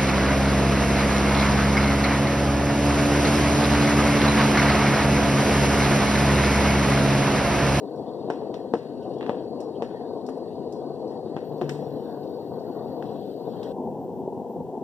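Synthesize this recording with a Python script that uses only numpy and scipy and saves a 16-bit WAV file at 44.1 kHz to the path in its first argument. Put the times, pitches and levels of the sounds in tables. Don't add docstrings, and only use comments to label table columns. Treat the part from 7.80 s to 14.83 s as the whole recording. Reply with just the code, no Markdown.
import sys
import numpy as np
from scipy import signal
from scipy.fft import rfft, irfft, next_fast_len
from scipy.io import wavfile

SR = 44100
rng = np.random.default_rng(int(sys.argv[2]) if len(sys.argv) > 2 else 0)


def unload_audio(sound):
    columns = np.transpose(np.atleast_2d(sound))
    steps = np.round(np.clip(columns, -1, 1) * 32767)
    wavfile.write(sys.argv[1], SR, steps.astype(np.int16))


N = 310023
TIME = np.arange(N) / SR
FFT_SIZE = next_fast_len(N + 4096)
BINS_HZ = np.fft.rfftfreq(FFT_SIZE, 1 / SR)
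CUT_S = 5.922

# frequency in Hz, relative level in dB per Hz.
FLAME_COLOUR = [(32, -64.5), (55, -38), (67, -25), (84, -16), (146, -7.5), (183, -7.5), (259, -1.5),
                (390, -2), (439, 1.5), (522, -1.5), (565, -8.5), (756, -6.5), (851, -15), (934, -11),
                (1300, -34.5), (1690, -62), (2860, -120)]
# frequency in Hz, relative level in dB per Hz.
BOIL_COLOUR = [(32, -78), (55, -48), (74, -21), (156, -10), (257, -2), (313, -10), (376, -2), (417, -6),
               (521, -5.5), (563, -16.5), (676, -10), (890, -11.5), (988, -16.5), (1170, -42),
               (1250, -44.5), (1620, -60), (2750, -120)]
# frequency in Hz, likeness from -1 to 1.
ROAR_LIKENESS = [(45, -1), (90, 0), (150, 0.6), (250, 1), (400, 0.99), (1200, 0.9)]
# frequency in Hz, left over right in dB.
FLAME_PAN = [(60, 2.8), (150, 6.5), (450, 6.25), (750, 5.2), (1200, 0.92)]
# frequency in Hz, left over right in dB.
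BOIL_PAN = [(60, 1.0), (150, 3.9), (300, 1.0), (500, 3.4), (1200, 1.9)]
# time in seconds, level in dB.
ROAR_SWING = [(0.0, -33.5), (0.27, -35), (0.62, -32), (1.04, -37.5), (1.19, -33), (1.49, -32.5),
              (1.74, -33.5), (3.56, -34.5), (3.99, -33.5), (4.36, -35), (5.07, -32.5), (5.56, -32.5),
              (5.85, -33.5), (7.03, -37)]
# frequency in Hz, share that flickers (0 to 1).
ROAR_FRINGE = [(950, 0.094), (1120, 0.99)]
# start in seconds, length in seconds, change in dB.
DULL_SPELLS = [(1.67, 0.05, -6), (2.66, 0.12, -2), (3.38, 0.059, -6), (5.40, 0.17, -13.5)]
# frequency in Hz, width in Hz, relative level in dB rms.
BOOM_MODE = [(147.5, 18, -1)]
# start in seconds, length in seconds, rise in dB.
BOOM_SWELLS = [(3.66, 0.52, 14.8), (5.19, 0.21, 13)]
FLAME_DB, BOIL_DB = -31.5, -31.5
ROAR_FOLLOWS = 0.68
EDGE_DB = -2
EDGE_FLUTTER_DB, BASS_WOBBLE_DB, FRINGE_FLICKER_DB = 2, 2.5, 1.5
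DULL_RAMP_S, BOOM_RAMP_S = 0.043, 0.08
BOOM_DB = -55.5

# frequency in Hz, width in Hz, level in dB rms.
JET_MODES = [(4050, 170, -70.5), (4413, 150, -64.5), (4490, 80, -67.5)]

# frequency in Hz, width in Hz, level in dB rms before it wavers.
KETTLE_MODES = [(1508, 78, -76.5), (1880, 280, -74), (2730, 510, -82), (3700, 140, -78), (5520, 210, -87)]
WALL_FOLLOWS = 0.39

# frequency in Hz, relative level in dB per Hz.
SIMMER_COLOUR = [(1200, 7), (1700, 7), (2200, -2.5), (2800, 5.5), (3800, 9.5), (5000, -8), (5600, -11.5),
                 (7000, -15.5), (8500, -5)]
# time in seconds, swell depth in dB.
SWELL_DEPTH = [(2.0, 14), (5.2, 7)]
# start in seconds, length in seconds, rise in dB.
SURGES = [(1.28, 0.36, 6.5), (2.1, 0.14, 3.5), (3.92, 0.43, 5), (5.22, 0.32, 8.5), (5.66, 0.3, 8)]
SIMMER_DB, HEATING_DB_PER_S, SURGE_RAMP_S = -71, 0.13, 0.071

# frequency in Hz, relative level in dB per Hz.
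HISS_COLOUR = [(100, 13.5), (1300, 7.5), (2000, 8.5), (3200, 4.5), (5300, 2.5), (6500, 2), (10000, -0.5),
               (15000, -4)]

# centre in seconds, length in seconds, pitch in Hz, peak in dB rms.
LOUD_SWARMS = [(0.287, 0.049, 3550, -63), (1.234, 0.031, 2960, -60), (1.962, 0.029, 3030, -59),
               (2.253, 0.045, 1640, -63), (4.325, 0.19, 1520, -61), (4.95, 0.38, 1430, -65.5),
               (5.85, 0.064, 3120, -60)]
# time in seconds, level of the push in dB.
BOIL_THUMP = [(6.476, -15.5)]
SWARM_WIDTH = 0.18

# time in seconds, thud in dB, tautness of the spot as tilt in dB per octave,
# slap in dB, spray in dB, seconds until the cloth snaps back, that second thud against the first in dB.
HEAVY_DROPS = [(0.5014, -3, 6, -34, -52, 0.0058, -11), (0.9377, 1.5, 1.5, -35.5, -50.5, 0.015, -11),
               (1.4943, -1, -3.5, -35, -58, 0.009, -9), (2.0225, -4.5, 2, -37, -53, 0.0045, -18),
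               (2.4885, -11.5, -8, -48.5, -59, 0.00413, -6), (3.5655, -9, 0, -39, -62, 0.0076, -5),
               (3.814, -5.5, -11, -36.5, -54, 0.00566, -0.5)]
# frequency in Hz, relative level in dB, 60 dB decay in seconds.
TARP_MODES = [(231, -33, 0.07), (363, -20.5, 0.057), (465, -14.5, 0.051), (567, -16, 0.024),
              (727, -17.5, 0.021), (860, -24, 0.012), (1520, -30, 0.0074), (1750, -33, 0.0038)]
# frequency in Hz, relative level in dB per Hz.
SLAP_COLOUR = [(400, 0), (900, 9), (1650, 7.5), (2300, 10.5), (3000, 4), (4200, -2.5), (5200, -19),
               (9000, -36.5)]
# frequency in Hz, relative level in dB per Hz.
SPRAY_COLOUR = [(2500, -18), (4400, 1), (5500, 6), (6800, -5.5), (8200, -5.5), (9500, -11), (12000, -16),
                (15000, -19)]
REBOUND_SPLASH_DB = -13

# time in seconds, slap in dB, spray in dB,
# pitch of the ping in Hz, ping in dB.
LIGHT_DROPS = [(0.7418, -38, -54.5, 3460, -47), (1.4098, -36, -71, 3000, -53),
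               (1.4285, -35, -69, 3120, -55.5), (1.4642, -35.5, -61, 3000, -56.5),
               (1.804, -50, -50.5, 7700, -56), (2.465, -53.5, -52.5, 5700, -61),
               (2.491, -57, -64, 9800, -58.5), (2.574, -65, -70, 10100, -65), (2.9243, -59, -51, 5600, -59),
               (5.2251, -42.5, -61, 1500, -47), (5.831, -43, -51.5, 3600, -48.5)]
PING_WIDTH, PING_T60_S = 0.51, 0.061
DRIPS_PER_S, DRIP_SLAP_DB, DRIP_SPRAY_DB = 1.4, -66.5, -64

# frequency in Hz, width in Hz, level in dB rms.
STUTTER_TONES = [(13900, 840, -76), (14940, 210, -79), (15250, 400, -87)]
# frequency in Hz, width in Hz, level in dB rms.
STEADY_TONES = [(14500, 15, -90), (14622, 15, -79.5), (15125, 15, -85), (15255, 15, -75), (15375, 15, -78)]
WHINE_START_S, TICKS_PER_S = 3.63, 500
OFFBEAT_DB, TICK_SPREAD_DB, WHINE_FLUTTER_DB = -5, 3, 0.5

# time in seconds, level in dB.
SPIT = [(3.8936, -34)]
# frequency in Hz, relative level in dB, 60 dB decay in seconds.
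BURNER_MODES = [(2020, -6, 0.011), (2810, 9.5, 0.02), (3580, 1, 0.0084), (5430, 8, 0.02), (8150, -1, 0.011),
                (11900, -10, 0.0085)]
# frequency in Hz, relative level in dB per Hz.
SIZZLE_COLOUR = [(2000, -12), (3200, 4), (5600, -3), (6800, 0), (8400, 2.5), (9500, -20), (12300, -8),
                 (14000, -23)]
SIZZLE_DB, SIZZLE_T60_S = -17, 0.35

# frequency in Hz, radians by which left leads.
PORT_PHASE = [(0, 0.5), (200, 0.16), (1550, 0), (1950, -2.5), (2300, -0.5), (2600, 1.5), (3250, 0.5),
              (4400, 3), (5500, 6), (15500, 34.5)]
# frequency in Hz, gain of that part in dB.
COMMON_DIP = [(1950, 0), (2200, -23), (2400, -15.5), (2650, 0)]
CUTOFF_HZ = 15550


def from_db(db):
    return 10 ** (np.asarray(db) / 20)


def rms_one(x):
    return x / np.sqrt(np.mean(x ** 2) + 1e-20)


def noise_pair():
    return rng.standard_normal((2, N))


def lean(left_db, right_db):
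    return from_db([[left_db], [right_db]])


def over_hz(points):
    hz, value = np.transpose(points)
    return np.interp(np.log(BINS_HZ + 1), np.log(hz + 1), value)


def over_time(points):
    return np.interp(TIME, *np.transpose(points))


def filtered(x, response):
    return irfft(rfft(x, FFT_SIZE) * response, FFT_SIZE)[..., :N]


def butter(x, order, hz, kind="low"):
    return signal.sosfilt(signal.butter(order, hz, kind, fs=SR, output="sos"), x)


def causal(spectrum):
    cepstrum = irfft(np.log(rms_one(from_db(over_hz(spectrum)))), FFT_SIZE)
    cepstrum[1:FFT_SIZE // 2] *= 2
    cepstrum[FFT_SIZE // 2 + 1:] = 0
    return np.exp(rfft(cepstrum))


def drift(rate):
    r = np.exp(-80 * np.pi * rate / SR)
    noise = rng.standard_normal(N // 40 + 2002)
    slow = signal.lfilter([1], [1, -2 * r, r * r], noise)[2000:]
    return np.interp(np.arange(N) / 40, np.arange(len(slow)), rms_one(slow))


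def spells(rows, ramp_s):
    total_db = 0
    for start, length, level_db in rows:
        inside_s = np.minimum(TIME - start, start + length - TIME)
        total_db = total_db + level_db * np.clip(.5 + inside_s / ramp_s, 0, 1)
    return total_db


def clicks(times, levels_db):
    out = np.zeros(N)
    out[np.round(times * SR).astype(int)] = from_db(levels_db)
    return out


def fade(hits, t60):
    return np.sqrt(signal.lfilter([1], [1, -from_db(-120 / (t60 * SR))], hits ** 2 + 1e-18))


def ring(x, hz, t60):
    r, w = from_db(-60 / (t60 * SR)), 2 * np.pi * hz / SR
    return signal.lfilter([0, np.sin(w)], [1, -2 * r * np.cos(w), r * r], x + 1e-18)


def resonances(x, modes):
    out = 0
    for hz, width, level_db in modes:
        r = np.exp(-np.pi * width / SR)
        peak = [1, 0, -1, 1, -2 * r * np.cos(2 * np.pi * hz / SR), r * r]
        out = out + from_db(level_db) * rms_one(signal.sosfilt([peak, peak], x + 1e-18))
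    return out


def two_ears(pair, alike):
    alike = np.clip(alike, -1, 1)
    shared = np.sqrt((1 + alike) / 2) * pair[0]
    opposed = np.sqrt((1 - alike) / 2) * pair[1]
    return shared + opposed * np.array([[1], [-1]])


def grains(per_s, spread_db):
    sizes = from_db(spread_db * np.minimum(rng.exponential(1, (2, N)), 4))
    signed = sizes * rng.choice([-1, 1], (2, N))
    return rms_one(signed * (rng.random((2, N)) < per_s / SR))


def splash(hits, colour, tick_db, crack_t60, tail_t60, tail_db):
    tick = -from_db(tick_db) * hits
    crack = fade(hits, crack_t60) * two_ears(noise_pair(), alike=0.2)
    droplets = two_ears(grains(per_s=5000, spread_db=2.5), alike=0.8) * from_db(1.3 * drift(45))
    patter = from_db(tail_db) * fade(hits, tail_t60) * droplets
    return filtered(tick + crack + patter, causal(colour))


def rumble(pulses, spectrum, pan, flutter_db):
    fluttering = pulses * from_db(flutter_db * drift(45.0))
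    ears = two_ears(rfft(fluttering, FFT_SIZE), over_hz(ROAR_LIKENESS))
    ears = ears * causal(spectrum) * from_db(over_hz(pan) * np.array([[.5], [-.5]]))
    return rms_one(irfft(ears, FFT_SIZE)[:, :N])


def vary_band(x, shares, gain_db):
    return x + (from_db(gain_db) - 1) * filtered(x, over_hz(shares))


def burner(boiling):
    flame = from_db(FLAME_DB) * rumble(noise_pair(), FLAME_COLOUR, FLAME_PAN, flutter_db=1.5)
    bubbles = grains(per_s=5000, spread_db=2.5)
    boil = from_db(BOIL_DB) * rumble(bubbles, BOIL_COLOUR, BOIL_PAN, flutter_db=1.7)
    swing_db = over_time(ROAR_SWING)
    swing = from_db(ROAR_FOLLOWS * (swing_db - swing_db.mean()))
    roar = swing * (flame * (1 - boiling) + boil * boiling)
    roar = vary_band(roar, [(170, 0.76), (280, 0)], BASS_WOBBLE_DB * drift(5.6))
    roar = vary_band(roar, [(540, 0.078), (680, 0.67)], EDGE_FLUTTER_DB * drift(9.4))
    edge_db = EDGE_DB * (1.5 - boiling) + spells(DULL_SPELLS, DULL_RAMP_S)
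    roar = vary_band(roar, [(750, 0.32), (950, 1.0)], edge_db)
    roar = vary_band(roar, ROAR_FRINGE, FRINGE_FLICKER_DB * drift(12))
    boom_db = BOOM_DB + spells(BOOM_SWELLS, BOOM_RAMP_S)
    boom = from_db(boom_db) * resonances(two_ears(noise_pair(), alike=1.0), BOOM_MODE)
    return roar + boom * lean(2.0, -4.0)


def gas_jet():
    return resonances(two_ears(noise_pair(), alike=0.96), JET_MODES) * lean(.5, -.5)


def kettle_wall():
    patter = two_ears(grains(per_s=8700, spread_db=3.0), alike=0.99)
    return sum(resonances(patter, [mode]) * from_db(5.3 * drift(6.8)) for mode in KETTLE_MODES)


def simmer():
    collapses = [two_ears(grains(per_s=3600, spread_db=4.5), alike=0.43) for _ in range(2)]
    depth_db = over_time(SWELL_DEPTH)
    swarms = 0
    for k, hz in enumerate(np.geomspace(1200, 8800, 36)):
        width_hz = 120 * np.sqrt(hz / 3000)
        swell = from_db(depth_db * (np.tanh(drift(12.4)) - 0.87))
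        swarms = swarms + resonances(collapses[k % 2], [(hz, width_hz, 0)]) * np.sqrt(hz) * swell
    return rms_one(filtered(swarms, causal(SIMMER_COLOUR)))


def microphone_hiss():
    return from_db(-66.5) * filtered(two_ears(noise_pair(), alike=.3), causal(HISS_COLOUR))


def big_bubbles():
    collapses = two_ears(grains(per_s=4300, spread_db=-0.5), alike=0.8)
    sung = 0
    for centre, length, hz, level_db in LOUD_SWARMS:
        swell = np.exp(-(2 * (TIME - centre) / length) ** 2)
        sung = sung + resonances(collapses, [(hz, SWARM_WIDTH * hz, level_db)]) * swell
    push = clicks(*np.transpose(BOIL_THUMP))
    thump = butter(ring(push, hz=405, t60=0.022), 6, 900)
    return sung + butter(thump, 2, 200, "high")


def heavy_drops():
    times, thud_db, tilt_db, slap_db, spray_db, rebound_s, rebound_db = np.transpose(HEAVY_DROPS)
    times = np.r_[times, times + rebound_s]
    thud_db = np.r_[thud_db, thud_db + rebound_db]
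    tilt_db = np.r_[tilt_db, tilt_db]
    slap_db = np.r_[slap_db, slap_db + REBOUND_SPLASH_DB]
    spray_db = np.r_[spray_db, spray_db + REBOUND_SPLASH_DB]
    flapping = from_db(-32.0) * rng.standard_normal(N)
    cloth = 0
    for hz, level_db, t60 in TARP_MODES:
        push = clicks(times, thud_db + level_db + tilt_db * np.log2(hz / 500))
        cloth = cloth + ring(fade(push, t60=0.11) * flapping - push, hz, t60)
    thud = butter(butter(cloth, 4, 1500), 2, 210, "high")
    slap = splash(clicks(times, slap_db), SLAP_COLOUR,
                  tick_db=17.5, crack_t60=0.04, tail_t60=0.57, tail_db=-13.5)
    spray = splash(clicks(times, spray_db), SPRAY_COLOUR,
                   tick_db=17.0, crack_t60=0.053, tail_t60=0.33, tail_db=-6.5)
    return thud * lean(1.0, -3.0) + (slap + spray) * lean(1.0, -1.0)


def light_drops():
    drip_times = TIME[rng.random(N) < DRIPS_PER_S / SR]
    drips = [(s, DRIP_SLAP_DB, DRIP_SPRAY_DB) for s in drip_times]
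    drops = [row[:3] for row in LIGHT_DROPS]
    times, slap_db, spray_db = np.transpose(drops + drips)
    hits = clicks(times, slap_db)
    slap = splash(hits, SLAP_COLOUR, tick_db=17.0, crack_t60=0.008, tail_t60=0.34, tail_db=-13.0)
    knock = from_db(11.0) * butter(ring(-hits, hz=970, t60=0.0069), 2, [600, 1500], "band")
    spray = splash(clicks(times, spray_db), SPRAY_COLOUR,
                   tick_db=3.0, crack_t60=0.045, tail_t60=0.29, tail_db=-7.0)
    fizz = two_ears(noise_pair(), alike=0.68)
    pings = 0
    for s, _, _, hz, ping_db in LIGHT_DROPS:
        pings = pings + resonances(fizz, [(hz, PING_WIDTH * hz, ping_db)]) * fade(clicks(s, 0), PING_T60_S)
    return (slap + knock + spray + pings) * lean(.7, -.7)


def whine(boiling):
    beats = np.arange(WHINE_START_S, CUT_S, 1 / TICKS_PER_S)
    offbeat = np.arange(len(beats)) % 4 > 0
    late_s = offbeat * rng.uniform(0, .001, len(beats))
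    tick_db = OFFBEAT_DB * offbeat + TICK_SPREAD_DB * rng.standard_normal(len(beats))
    ticks = clicks(beats + late_s, tick_db) * from_db(WHINE_FLUTTER_DB * drift(25))
    steady = boiling * resonances(rng.standard_normal(N), STEADY_TONES)
    return (resonances(ticks, STUTTER_TONES) + steady) * lean(1.0, -1.0)


def spit():
    hit = clicks(*np.transpose(SPIT))
    metal = 0
    for k, (hz, level_db, t60) in enumerate(BURNER_MODES):
        metal = metal + (-1) ** k * from_db(level_db) * ring(hit, hz, t60)
    crack = splash(hit, SLAP_COLOUR, tick_db=11.5, crack_t60=0.059, tail_t60=0.8, tail_db=-17.5)
    burst = splash(hit, SPRAY_COLOUR, tick_db=16.0, crack_t60=0.031, tail_t60=0.47, tail_db=-14.5)
    steam = filtered(two_ears(noise_pair(), alike=0.46), causal(SIZZLE_COLOUR))
    sizzle = from_db(SIZZLE_DB) * fade(hit, SIZZLE_T60_S) * steam
    return from_db(-8.0) * metal + from_db(0.5) * crack + from_db(-6.5) * burst + sizzle


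def scene():
    boiling = np.clip((TIME - CUT_S) / .004, 0, 1)
    vigour_db = HEATING_DB_PER_S * TIME + spells(SURGES, SURGE_RAMP_S)
    wall_db = WALL_FOLLOWS * (vigour_db - vigour_db.mean()) + spells(DULL_SPELLS, DULL_RAMP_S)
    wall = from_db(wall_db) * kettle_wall()
    singing = from_db(SIMMER_DB + vigour_db) * simmer()
    simmering_only = gas_jet() + wall + singing + light_drops() + spit()
    others = burner(boiling) + microphone_hiss() + big_bubbles() + heavy_drops() + whine(boiling)
    return others + simmering_only * (1 - boiling)


def record(dry):
    lead = np.interp(BINS_HZ, *np.transpose(PORT_PHASE))
    low_pass = 1 / np.sqrt(1 + (BINS_HZ / CUTOFF_HZ) ** 400)
    ears = filtered(dry, low_pass * np.exp(1j * lead * np.array([[.5], [-.5]])))
    return ears + filtered(ears.mean(axis=0), from_db(over_hz(COMMON_DIP)) - 1)


dry = scene()
out = record(dry)
unload_audio(out)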